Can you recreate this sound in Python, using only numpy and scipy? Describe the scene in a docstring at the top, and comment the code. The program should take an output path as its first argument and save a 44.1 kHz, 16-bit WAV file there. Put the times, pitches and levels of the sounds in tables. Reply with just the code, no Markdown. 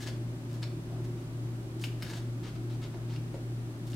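"""A desk in a small room: a hobby knife cuts foam sheet along a metal ruler.
The blade crackles through the foam in short strokes and snaps onto the mat.
Foam and ruler are shifted, with one soft knock on the desk.
A fan motor hums throughout, beating slowly against the mains hum, over its own air noise."""
import sys
import numpy as np
from scipy import signal
from scipy.fft import rfft, irfft, next_fast_len
from scipy.io import wavfile

SR = 44100
rng = np.random.default_rng(int(sys.argv[2]) if len(sys.argv) > 2 else 0)


def wav_out(sig):
    """Save sig, one row per channel (or a flat mono array), as 16-bit PCM at SR to the path in sys.argv[1]."""
    wavfile.write(sys.argv[1], SR, np.round(np.clip(np.atleast_2d(sig).T, -1, 1) * 32767).astype(np.int16))


N = 174195


def undb(db):
    """Decibels to gain."""
    return 10 ** (np.asarray(db) / 20)


def unit(x):
    """Scale to rms 1."""
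    return x / np.sqrt(np.mean(x ** 2))


def decay(t, t60_s):
    """Exponential fall, 60 dB in t60_s."""
    return np.exp(-np.log(1000) * t / t60_s)


def colour(x, points, tilt_db_oct=0):
    """Minimum-phase filter of unit power gain through (Hz, dB) points, tilted above 750 Hz."""
    size = next_fast_len(len(x) + 8192)
    size += size % 2
    octave = np.log2(np.maximum(np.fft.rfftfreq(size, 1 / SR), 1))
    hz, db = np.array(points).T
    tilt_db = tilt_db_oct * np.maximum(octave - np.log2(3000), -2)
    gain = unit(undb(np.interp(octave, np.log2(hz), db) + tilt_db))
    cepstrum = irfft(np.log(gain))
    cepstrum[1:size // 2] *= 2
    cepstrum[size // 2 + 1:] = 0
    return irfft(rfft(x, size) * np.exp(rfft(cepstrum)))[:len(x)]


def walk(rate_hz, n):
    """Smooth random wander, spread near 1."""
    steps = np.arange(n) * rate_hz / SR
    return np.interp(steps, np.arange(1024), rng.standard_normal(1024))


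def add(track, start_s, x):
    """Mix x in at start_s."""
    i = max(int(start_s * SR), 0)
    track[i:i + len(x)] += x[:max(N - i, 0)]


def pan(x, left_db):
    """Stereo, left side raised by left_db against the right."""
    return x * undb(np.array([[left_db], [-left_db]]) / 2)


def ring(modes, t):
    """Struck modes dying away, unit energy."""
    x = sum(undb(db) * np.sin(2 * np.pi * hz * t) * decay(t, t60_s) for hz, db, t60_s in modes)
    return x / np.linalg.norm(x)


def fan_air():
    """Steady rush of the fan in the room's low resonances, faint hiss above."""
    # air noise spectra, mid and side: (frequency [Hz], relative density [dB])
    mid_spectrum = [(22, -38), (36, -10.5), (70, -8.5), (105, -11.5), (128, -8.5), (150, 3.5), (172, -3.5),
                    (187, -7), (215, -8.5), (262, -3.5), (285, -6.5), (305, -2.5), (365, -2.5),
                    (405, -11.5), (455, -22.5), (590, -17.5), (720, -23.5), (1100, -26.5), (2000, -33),
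                    (4000, -37), (7000, -40.5), (8300, -39), (12000, -44), (15500, -49)]
    side_spectrum = [(18, -36), (30, -5), (48, -7), (85, -29), (97, -8.5), (117, -3), (177, -11),
                     (284, -10.5), (575, -14), (1260, -16.5), (7080, -27.5), (7860, -50), (8720, -61),
                     (10200, -71), (15500, -75)]
    mid = undb(-43) * unit(colour(rng.standard_normal(N), mid_spectrum))
    side = undb(-55) * unit(colour(rng.standard_normal(N), side_spectrum))
    return pan(np.array([mid + side, mid - side]), left_db=-0.06)


def fan_hum():
    """The motor runs just below twice the mains rate, so the two tones beat."""
    # motor harmonics: (multiple, level [dB])
    harmonics = [(1, -38), (2, -56.5), (3, -64.5), (5, -70.5)]
    # fan vibration: (frequency [Hz], level [dB])
    vibration_lines = [(36.3, -58), (54.5, -67.5), (488, -72), (552, -73.5), (763, -71)]
    motor_hz, mains_hum_hz, in_phase_s = 117.6, 119.99, 1.88
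    t = np.arange(N) / SR - in_phase_s
    motor = sum(undb(db) * np.cos(2 * np.pi * k * motor_hz * t) for k, db in harmonics)
    mains = undb(-47) * np.cos(2 * np.pi * mains_hum_hz * t)
    shake = sum(undb(db) * np.cos(2 * np.pi * hz * t + .4 * walk(2, N)) for hz, db in vibration_lines)
    waver = undb(0.06 * walk(4.18, N))
    return pan(np.sqrt(2) * ((motor + mains) * waver + shake), left_db=1.06)


def room_response():
    """Quick reflections off desk and wall, then a short diffuse tail whose treble dies first."""
    t = np.arange(SR // 2) / SR
    noise, scatter = rng.standard_normal((2, len(t)))
    low = signal.lfilter(*signal.butter(1, 5000, fs=SR), noise)
    tail = low * decay(t, t60_s=0.4) + (noise - low) * decay(t, t60_s=0.26)
    tail *= np.clip(t / 0.011, 0, 1)
    early = scatter * np.abs(scatter) * np.exp(-t / 0.011) * (t > .001)
    return undb(-2) * (tail / np.linalg.norm(tail) + early / np.linalg.norm(early)) / np.sqrt(2)


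def room(x):
    """Direct sound a little to the left, plus stereo reflections."""
    # width of the reflections: (frequency [Hz], side gain [dB])
    width = [(200, -14), (700, -14), (2000, -3), (5500, -1), (7500, -9), (12000, -21)]
    hz, db = np.array(width).T
    mid, side = (signal.fftconvolve(x, room_response())[:N] for _ in range(2))
    size = 2 ** 18
    side_db = np.interp(np.log(np.fft.rfftfreq(size, 1 / SR) + 1), np.log(hz), db)
    side = irfft(rfft(side, size) * undb(side_db))[:N]
    return pan(x, left_db=3.5) + pan(np.array([mid + side, mid - side]), left_db=1.5)


def desk_knock():
    """The hand sets the ruler down; the desk answers dully."""
    # desk modes: (frequency [Hz], relative level [dB], t60 [s])
    desk_modes = [(366, 0.5, 0.076), (470, -3, 0.043), (542, 1.5, .05), (605, -13, .04), (716, -26, .04)]
    out, t = np.zeros(N), np.arange(SR // 2) / SR
    knock = undb(-42.5) * np.sqrt(0.021 * SR) * ring(desk_modes, t)
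    add(out, start_s=3.344, x=knock)
    return out


def friction(strokes, spectrum):
    """Dense tiny ruptures, bunched as the edge catches and slips; grit makes their sizes uneven."""
    attack_s, release_s = 0.0048, 0.022
    ruptures_per_s, catch_hz, catch_db = 6000, 126, 2
    n = SR // 2
    out, t = np.zeros(N), np.arange(n) / SR
    for start_s, length_s, db, tilt_db_oct, grit_db in strokes:
        ruptures = (rng.random(n) < ruptures_per_s / SR) * np.sign(rng.standard_normal(n))
        sizes = undb(grit_db * np.minimum(rng.exponential(size=n), 4))
        catching = undb(catch_db * walk(catch_hz, n))
        crackle = unit(ruptures * sizes * catching)
        push = np.clip(t / attack_s, 0, 1) * np.clip((length_s - t) / release_s + .5, 0, 1)
        add(out, start_s, undb(db) * colour(crackle * push, spectrum, tilt_db_oct))
    return out


def slides():
    """Foam and ruler rub over the mat."""
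    # shifts: (start [s], length [s], relative level [dB], tilt [dB/octave], grit [dB])
    shifts = [(.87, .15, -52.5, -10.5, 2), (1.17, 0.087, -60, 0, 5), (2.425, 0.074, -49.5, -1, -1.5),
              (2.545, 0.027, -52, -2.5, 0), (2.695, 0.053, -54, 0, 4.5), (2.815, 0.049, -47, -1.5, 4),
              (2.93, 0.042, -49, -7.5, 8), (3.085, 0.085, -52.5, -0.5, 4.5), (3.33, .03, -55.5, -1, -1)]
    # rubbing spectrum: (frequency [Hz], relative density [dB])
    spectrum = [(200, -1), (500, 2.5), (900, 1), (1600, 0), (2600, -1), (3800, 0), (5500, -6), (7500, -10),
                (11000, -20), (15500, -23)]
    return undb(-5) * friction(shifts, spectrum)


def blade_snaps():
    """The blade breaks through: a crack, duller on soft contact, that can set the ruler ringing."""
    # snaps: (time [s], relative level [dB], tilt [dB/octave], ring against crack [dB], cutoff [Hz])
    snaps = [(.074, -43, 3, -12, 8040), (.53, -56, 6, -20, 13000), (.628, -44.5, 1, -20, 7000),
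             (.6297, -41, -1.5, -17, 7000), (0.6329, -41, 1, -22, 8000), (.639, -43, -1.5, -20, 6000),
             (1.8383, -42.5, 2, 0, 12000), (1.8399, -39, 0.5, 5, 12000), (1.8433, -41, 3, -15, 15000),
             (2.0237, -38.5, 0.5, -18, 10000), (2.027, -39.5, 0, -7, 12000), (2.03, -46.5, 8, -15, 14000),
             (2.136, -44.5, -5.5, -12, 9000), (2.477, -53, -1, -10, 6000), (2.839, -51.5, 0.5, -15, 7000),
             (2.947, -58, -4, -15, 8000), (3.138, -50.5, 0, -15, 8000), (3.162, -50.5, -1, 1, 8000),
             (3.933, -47.5, 2, -4, 9000)]
    # crack spectrum: (frequency [Hz], relative density [dB])
    spectrum = [(200, -15), (600, -1.5), (1100, -0.5), (1700, 0.5), (2200, 3), (3200, 0.5), (3800, 1.5),
                (5300, 1.5), (6300, -10.5), (8500, -10.5), (12000, -12), (15500, -17)]
    # ruler modes: (frequency [Hz], relative level [dB], t60 [s])
    ruler_modes = [(1571, -10.5, 0.086), (2760, -4, .01), (2820, 4, 0.02), (3967, -15, .03),
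                   (4570, -11, .03)]
    decay_s, level_window_s = 0.00073, 0.0039
    out, t = np.zeros(N), np.arange(SR // 4) / SR
    for start_s, db, tilt_db_oct, ring_db, cutoff_hz in snaps:
        burst = rng.standard_normal(len(t)) * np.exp(-t / decay_s)
        crack = colour(burst, spectrum, tilt_db_oct)
        crack = signal.lfilter(*signal.butter(2, cutoff_hz, fs=SR), crack)
        snap = crack / np.linalg.norm(crack) + undb(ring_db) * ring(ruler_modes, t)
        add(out, start_s, undb(db) * np.sqrt(level_window_s * SR) * snap)
    return undb(-3) * out


def blade_cuts():
    """The blade crackles through the foam in short strokes."""
    # strokes: (start [s], length [s], relative level [dB], tilt [dB/octave], grit [dB])
    strokes = [(0.0, 0.047, -45.5, 1.5, 1.5), (.058, 0.038, -43, 0, 4), (.49, 0.085, -59.5, 2, 8),
               (.617, 0.028, -53, 1, 2.5), (1.04, 0.021, -54.5, 1, 8), (1.79, 0.022, -55, 2, 2),
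               (1.81, 0.056, -48.5, 6.5, 0), (1.997, .03, -54, 1, 6), (2.026, 0.077, -49, .5, 3.5),
               (2.092, 0.033, -43.5, 0, 5.5), (2.128, 0.065, -48, 0.9, 0), (3.866, 0.017, -49.5, 5, -8),
               (3.895, .07, -56, 5, 5.5)]
    # cutting spectrum: (frequency [Hz], relative density [dB])
    spectrum = [(200, -12), (500, 3.5), (900, 0.5), (1300, -4), (1650, 5.5), (2300, -4), (2800, -1.5),
                (3300, -1), (4000, -1.5), (5200, -4.5), (6500, -6), (8500, -10.5), (12000, -18.5),
                (15500, -24)]
    return undb(-4) * friction(strokes, spectrum)


def scene():
    """Work at the desk, heard in the room over the fan."""
    work = blade_cuts() + slides() + blade_snaps() + desk_knock()
    return room(work) + fan_hum() + fan_air()


def record(dry):
    """Steep low-pass on the top treble."""
    cutoff_hz = 15750
    return signal.sosfilt(signal.ellip(10, .1, 80, cutoff_hz, fs=SR, output="sos"), dry)


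dry = scene()
out = record(dry)
wav_out(out)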